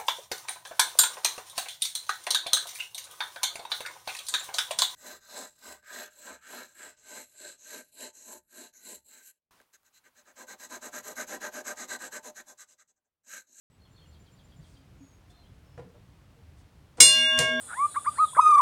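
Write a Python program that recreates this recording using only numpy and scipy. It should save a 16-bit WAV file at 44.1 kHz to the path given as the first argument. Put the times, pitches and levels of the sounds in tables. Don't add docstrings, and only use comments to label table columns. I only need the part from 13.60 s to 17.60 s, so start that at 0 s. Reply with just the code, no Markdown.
import sys
import numpy as np
from scipy import signal
from scipy.fft import rfft, irfft
from scipy.io import wavfile
from scipy.ndimage import uniform_filter1d

SR = 44100
rng = np.random.default_rng(int(sys.argv[2]) if len(sys.argv) > 2 else 0)


def invert_db(x):
    u = np.asarray(x, float) / 20
    return 10 ** u


def put_to_file(sound):
    columns = np.atleast_2d(sound).T
    safe = np.clip(columns, -1, 1)
    whole_steps = np.round(safe * 32767)
    wavfile.write(sys.argv[1], SR, whole_steps.astype(np.int16))


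N = 176400

# pitch_hz, level_db, t60_s
RIM_MODES = [(247.1, -56, 40), (631.5, -45, 7.5), (1093.4, -49, 6), (1617.9, -33.5, 1.4),
             (2188.1, -44, 3.4), (2814.2, -18, 1.13), (3490.2, -23, 1.05), (4208.5, -20, .47),
             (4986.5, -17, .32), (5810.6, -28, .52), (6679.8, -16, .35), (7608, -11.5, .21),
             (8580.6, -10, .29), (9609.9, -17, .22)]
# offset_hz, level_db, t60_s, lead_turns
RIM_TWINS = [(-5.7, -57.5, 40, .19), (-2.4, -66, 40, .04), (3.2, -54, 8, -.27), (-1.3, -34.5, 3, -.46),
             (4.6, -45, 3.5, -.12), (1.4, -46, 40, -.34), (-3.6, -40, 1.13, .12), (3.2, -22, .4, -.49),
             (3, -36, .58, -.46), (5, -47, .6, .1), (1.3, -42, .77, .37), (6, -42, .45, .1),
             (5.5, -20.5, .49, -.41), (6.8, -41, .46, .33)]
# pitch_hz, level_db, t60_s
DOME_MODES = [(1979, -46.5, 1.05), (1992, -44, .95), (2191, -15, .17), (2711, -45, 1.2), (3235, -57.5, 5.8),
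              (4002, -17, .19), (4432, -48, 1), (4679, -29, .3), (5106, -29, .45), (5192, -15.5, .21),
              (5528, -30, .4), (5561, -31, .45), (5629, -31.5, .95), (5634, -36, .6), (5675, -15, .14),
              (5678, -41, 1.1), (6273, -37, .39), (6419, -16.5, .19), (7189, -19, .28), (7334, -18, .27),
              (7524, -27, .33), (7638, -28, .3), (7679, -32, .44),
              (8793, -27, .33), (9012, -29, .52), (9120, -26, .34), (9243, -29, .31), (9838, -32, .47),
              (9916, -37, .33), (10048, -35, .43), (10251, -37, .24), (10693, -19, .22), (10696, -36, .5),
              (11088, -41, .4), (11421, -31, .38), (11464, -43, .4), (11499, -49, .6), (11575, -38, .22),
              (11832, -28, .18), (12381, -54, .47), (12527, -38, .25), (13050, -55, .3), (13520, -47, .25),
              (14248, -38, .26), (14530, -48, .29), (14968, -72, .9), (15350, -55, .3), (15563, -38, .16),
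              (15597, -44, .27), (16450, -56, .25), (16869, -42, .17), (16906, -44, .24)]
# start_s, thud_db, clack_db, length_s, clack_treble_db
BLOWS = [(2.176, -45.5, -72, .016, -25), (2.192, -46, -84, .008, -25), (2.35, -63, -95, .02, -20),
         (3.372, -58, -55, .012, -10), (3.381, -43, -58, .016, -10), (3.4017, -40, -19, .002, -8),
         (3.4033, -16.5, 4.5, .009, -10), (3.777, -40, -31, .0069, -5), (3.7889, -31, -9, .0033, 0),
         (3.7945, -31, -20, .002, 0), (3.7995, -45, -23, .002, 0), (3.8045, -45, -19, .0012, 0),
         (3.819, -48, -27, .002, 0)]
# pitch_hz, level_db, t60_s
TABLE_MODES = [(65, -2, .05), (130, -1, .09), (158, -7, .1), (297, -6, .06), (393, -11, .08), (482, 1, .1),
               (560, -8, .05), (680, -1, .05), (820, -12, .05), (975, -6, .07), (1320, -15, .04),
               (1830, -22, .03)]
# frequency_hz, density_db
THUD_SPECTRUM = [(35, -38), (60, -9.5), (669, -11), (1080, -21), (1340, -10), (1510, -19), (9000, -47),
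                 (11700, -75), (19800, -120)]
# frequency_hz, density_db
CLACK_SPECTRUM = [(300, -23.5), (1500, -13.5), (3500, -9), (6500, -9.5), (9000, -5.5), (11500, -24),
                  (14800, -25), (15900, -56)]
# pitch_hz, level_db, t60_s
LEVER_MODES = [(5670, -8, .035), (6600, -2, .012), (8530, -1, .018), (11200, -14, .015)]
# start_s, pitch_hz, level_db, length_s
TABLE_BUMPS = [(0.468, 76.2, -47.5, 0.073), (.985, 152, -42.5, 0.022), (1.166, 270, -57, 0.044),
               (1.402, 274, -46, 0.034), (1.694, 717, -64, .03), (1.76, 700, -65, .035),
               (2.246, 250, -52, 0.019), (2.76, 465, -61.5, 0.036), (2.817, 79.1, -47.5, 0.05),
               (3.455, 162, -32, .05), (3.56, 170, -42, .06), (3.64, 72, -51, .06), (3.5, 95, -42, .06),
               (2.34, 590, -59, .025), (3.58, 490, -48, .1), (3.81, 400, -36, .035), (3.92, 405, -46, .05),
               (2.24, 420, -60, .04), (3.404, 305, -18, .025), (3.408, 478, -19, .022), (3.45, 360, -30, .04),
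               (2.179, 705, -46, .012), (2.255, 180, -49, .03), (1.96, 72, -50, .06)]
# start_s, length_s, level_db
FINGER_BRUSHES = [
    (0.959, 0.28, -70.5),
    (1.68, 0.061, -69.5),
    (1.7, .014, -70),
    (2.95, 0.096, -70.5),
]
# frequency_hz, level_db
BRUSH_SPECTRUM = [(1500, -25), (4000, -6), (8500, -7), (9600, -8), (10500, -22)]
# start_s, length_s, start_hz, end_hz, level_db
BIRD_WHISTLES = [(0.1, .06, 8000, 7950, -74), (.2, 0.055, 4300, 4246, -66.5),
                 (0.329, 0.11, 4300, 4300, -69.5), (.485, 0.055, 4280, 4300, -74),
                 (.25, 0.021, 3490, 2960, -64.5), (0.365, .035, 4100, 2960, -66),
                 (0.413, 0.026, 3300, 3050, -66.5), (0.439, 0.027, 3530, 2660, -68),
                 (1.38, 0.2, 6540, 6580, -73.5), (1.376, 0.14, 6860, 6800, -76),
                 (1.703, 0.152, 4150, 4080, -73), (1.699, .12, 3680, 3550, -75.5),
                 (1.76, 0.12, 4350, 3850, -77), (1.7, .012, 3350, 3750, -67),
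                 (1.852, 0.03, 3150, 3500, -70), (1.83, .02, 3300, 2900, -72), (1.14, .07, 4780, 4740, -74),
                 (2.034, .12, 5380, 5230, -75.5)]
SEEP_STARTS = [.305, .465, .59, .715, .835, .96]
CHIP_STARTS = [.525, .648, .772, .897, 1.019, 1.14]
# frequency_hz, density_db
HUSH_SPECTRUM = [(15, -52), (25, -7.5), (70, 0.5), (173, -8), (204, -18), (267, -14), (323, -19),
                 (3280, -33), (16800, -48)]
# frequency_hz, t60_s
ROOM_DECAY = [(100, 0.21), (500, 0.34), (2000, 0.25), (6000, 0.23), (14000, 0.15)]

STRIKE_S, STRIKE_RISE_S = 3.4027, 0.002
RIM_DB = 3
BLOOM_DB, BLOOM_S, BLOOM_TOP_HZ = -6, 0.02, 3000
SWARM_DB, SWARM_TILT_DB_PER_KHZ, SWARM_T60_S = -45.5, -2.5, 0.29
SWARM_LO_HZ, SWARM_HI_HZ = 2310, 16440
THUD_RISE_S, SHUDDER_S = 0.0023, 0.0093
TABLE_DB, LEVER_DB = 4.5, -4.5
SPOT_DETUNE, SPOT_DB = 0.03, 3
SEEP_HZ, SEEP_DB, SEEP_LENGTH_S = 7270, -71.5, 0.036
CHIP_DB, CHIP_TOP_HZ, CHIP_END_HZ, CHIP_LENGTH_S = -68, 4730, 3196, 0.042
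ROOM_DB = -4
LATE_DB, LATE_STRETCH = -26, 2.9
HUSH_DB, PATCH_DB = -55.5, 0.5
RUMBLE_HZ, RUMBLE_LUMP_DB = 250, 2
MIC_LOW_HZ, CEILING = 40, 0.88
START_S, FADE_DB, FADE_S = 0.1, -4.5, 0.32
DUCK_DB, DUCK_ATTACK_S, RECOVER_DB_PER_S = 16, 0.0012, 27


def evened(x):
    return x / np.sqrt(np.mean(x ** 2) + 1e-20)


def read(points, hz):
    point_hz, value = np.transpose(points)
    return np.interp(np.log(hz + 1), np.log(point_hz + 1), value)


def add(mix, start_s, sound):
    part = mix[round(start_s * SR):][:len(sound)]
    part += sound[:len(part)]


def coloured(spectrum, size):
    gain = invert_db(read(spectrum, np.fft.rfftfreq(size, 1 / SR)))
    white = rng.standard_normal(size)
    return evened(irfft(rfft(white) * gain, size))


def ring(modes, t):
    return sum(invert_db(db - 60 * t / t60) * np.sin(2 * np.pi * (hz * t + rng.random()))
               for hz, db, t60 in modes)


def gong():
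    out = np.zeros(N)
    t = np.arange(0, N / SR - STRIKE_S, 1 / SR)
    sound = ring(DOME_MODES + swarm(), t)
    for (hz, db, t60), (offset_hz, twin_db, twin_t60, lead) in zip(RIM_MODES, RIM_TWINS):
        turns = hz * t + rng.random()
        twin_turns = turns + offset_hz * t + lead
        swell_db = RIM_DB + BLOOM_DB * np.exp(-t / BLOOM_S) * (hz < BLOOM_TOP_HZ)
        sound += invert_db(swell_db + db - 60 * t / t60) * np.sin(2 * np.pi * turns)
        sound += invert_db(swell_db + twin_db - 60 * t / twin_t60) * np.sin(2 * np.pi * twin_turns)
    onset = np.minimum(t / STRIKE_RISE_S, 1) ** 2
    add(out, STRIKE_S, invert_db(DUCK_DB) * sound * onset)
    return out


def swarm(count=70):
    place, strength, life = rng.random((count, 3)).T
    hz = SWARM_LO_HZ + (SWARM_HI_HZ - SWARM_LO_HZ) * place
    db = SWARM_DB + 14 * strength + SWARM_TILT_DB_PER_KHZ * abs(hz - 7000) / 1000
    t60 = SWARM_T60_S * (0.5 + life) * (5000 / hz) ** 0.27
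    return list(zip(hz, db, t60))


def mechanism():
    t, out = np.arange(8192) / SR, np.zeros(N)
    for start_s, thud_db, clack_db, length_s, treble_db in BLOWS:
        burst = np.minimum(t / 0.00027, 1) * np.exp(-t / length_s)
        thud = np.minimum(t / THUD_RISE_S, 1) * burst * coloured(THUD_SPECTRUM, len(t))
        shudder = rng.standard_normal(len(t)) * np.exp(-t / SHUDDER_S) / np.sqrt(SHUDDER_S * SR)
        chance = rng.uniform(-1, 1, (len(TABLE_MODES), 2))
        spot = [(hz * (1 + SPOT_DETUNE * a), db + SPOT_DB * b, t60)
                for (hz, db, t60), (a, b) in zip(TABLE_MODES, chance)]
        response = np.minimum(t / 0.0008, 1) * ring(spot, t)
        thud += invert_db(TABLE_DB) * signal.fftconvolve(shudder, response)[:len(t)]
        edge = [(hz, db + treble_db * (hz > 10000)) for hz, db in CLACK_SPECTRUM]
        clack = burst * coloured(edge, len(t))
        clack += invert_db(LEVER_DB + treble_db / 2) * ring(LEVER_MODES, t)
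        add(out, start_s, invert_db(thud_db) * thud + invert_db(clack_db) * clack)
    return out


def hands_and_table():
    out = np.zeros(N)
    for start_s, hz, db, length_s in TABLE_BUMPS:
        u = np.arange(0, 3, 1 / (SR * length_s))
        swell = 5 * u * np.exp(-2 * u)
        add(out, start_s, invert_db(db) * swell * np.sin(2 * np.pi * hz * length_s * u))
    for start_s, length_s, db in FINGER_BRUSHES:
        hiss = coloured(BRUSH_SPECTRUM, 16384)[:round(length_s * SR)]
        add(out, start_s, invert_db(db) * hiss * np.hanning(len(hiss)))
    return out


def note(hz, db, depth=0.35):
    size = len(hz)
    waver = evened(uniform_filter1d(rng.standard_normal(16384), size=300))[:size]
    flutter = 1 + depth * np.sin(2 * np.pi * (55 * np.arange(size) / SR + rng.random()))
    turns = np.cumsum(hz * (1 + 0.006 * waver)) / SR
    return invert_db(db) * flutter * np.hanning(size) ** 0.19 * np.sin(2 * np.pi * turns)


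def birds():
    out = np.zeros(N)
    for start_s, length_s, start_hz, end_hz, db in BIRD_WHISTLES:
        glide_hz = np.linspace(start_hz, end_hz, round(length_s * SR))
        depth = 0.72 + 0.43 * (1.65 < start_s < 1.8)
        add(out, start_s, note(glide_hz, db, depth))
    for start_s in SEEP_STARTS:
        droop = np.linspace(1.005, 0.995, round(SEEP_LENGTH_S * SR))
        add(out, start_s, note(SEEP_HZ * (1 - 0.02 * (start_s - 0.3)) * droop, SEEP_DB))
    u = np.linspace(0, 1, round(CHIP_LENGTH_S * SR))
    accent = 0.9 - 0.15 * (u < 0.3) + 0.8 * (u > 0.6) * (u < 0.88)
    for start_s in CHIP_STARTS:
        delay, strength = rng.uniform(-1.03, 1, 2)
        fall = 1 / (1 + np.exp((u - 0.45 - 0.052 * delay) / 0.067))
        hz = CHIP_END_HZ + (CHIP_TOP_HZ - CHIP_END_HZ) * fall
        add(out, start_s, note(hz, CHIP_DB + 1.6 * strength) * accent)
    return out


def room(x):
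    taps = np.zeros(SR // 2)
    at = np.arange(120, len(taps) - 20, 20)
    taps[at + rng.integers(0, 20, len(at))] = rng.choice([-1., 1.], len(at))
    hz, t, z = signal.stft(taps, SR, nperseg=256)
    fall_db = -60 * t / read(ROOM_DECAY, hz)[:, None]
    decay = invert_db(fall_db) + invert_db(LATE_DB + fall_db / LATE_STRETCH)
    tail = signal.istft(z * decay, SR, nperseg=256)[1]
    return signal.fftconvolve(x, tail / np.linalg.norm(tail))[:N]


def hush():
    frames, hz = N // 256 + 5, np.fft.rfftfreq(1024, 1 / SR)
    real, imaginary, patches = rng.standard_normal((frames, 513, 3)).T
    patches = evened(uniform_filter1d(uniform_filter1d(patches, 10, 0), 12, 1))
    lumps = evened(uniform_filter1d(rng.standard_normal(frames), size=8))
    low = 1 / (1 + (hz / RUMBLE_HZ) ** 2)
    level_db = read(HUSH_SPECTRUM, hz)[:, None] + PATCH_DB * patches
    level_db = level_db + RUMBLE_LUMP_DB * low[:, None] * lumps
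    z = (real + 1j * imaginary) * invert_db(level_db)
    return invert_db(HUSH_DB) * evened(signal.istft(z, nperseg=1024, noverlap=768)[1][:N])


def scene():
    near, far = mechanism(), birds()
    direct = gong() + near + hands_and_table() + far
    reverberant = room(invert_db(ROOM_DB) * near + 0.83 * far)
    return (direct + reverberant + hush())[None]


def low_pass(x):
    return signal.sosfilt(signal.butter(12, 16940, fs=SR, output="sos"), x)


def record(dry):
    t = np.arange(N) / SR
    since_s = t - STRIKE_S
    fade_db = FADE_DB * np.clip(1 - (t - START_S) / FADE_S, 0, 1)
    duck_db = np.clip(since_s / DUCK_ATTACK_S, 0, 1) * np.maximum(DUCK_DB - RECOVER_DB_PER_S * since_s, 0)
    x = signal.sosfilt(signal.butter(3, MIC_LOW_HZ, "high", fs=SR, output="sos"), dry)
    x = x * invert_db(fade_db - duck_db) * (t > START_S)
    return low_pass(np.clip(x, -CEILING, CEILING))


dry = scene()
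out = record(dry)
put_to_file(out)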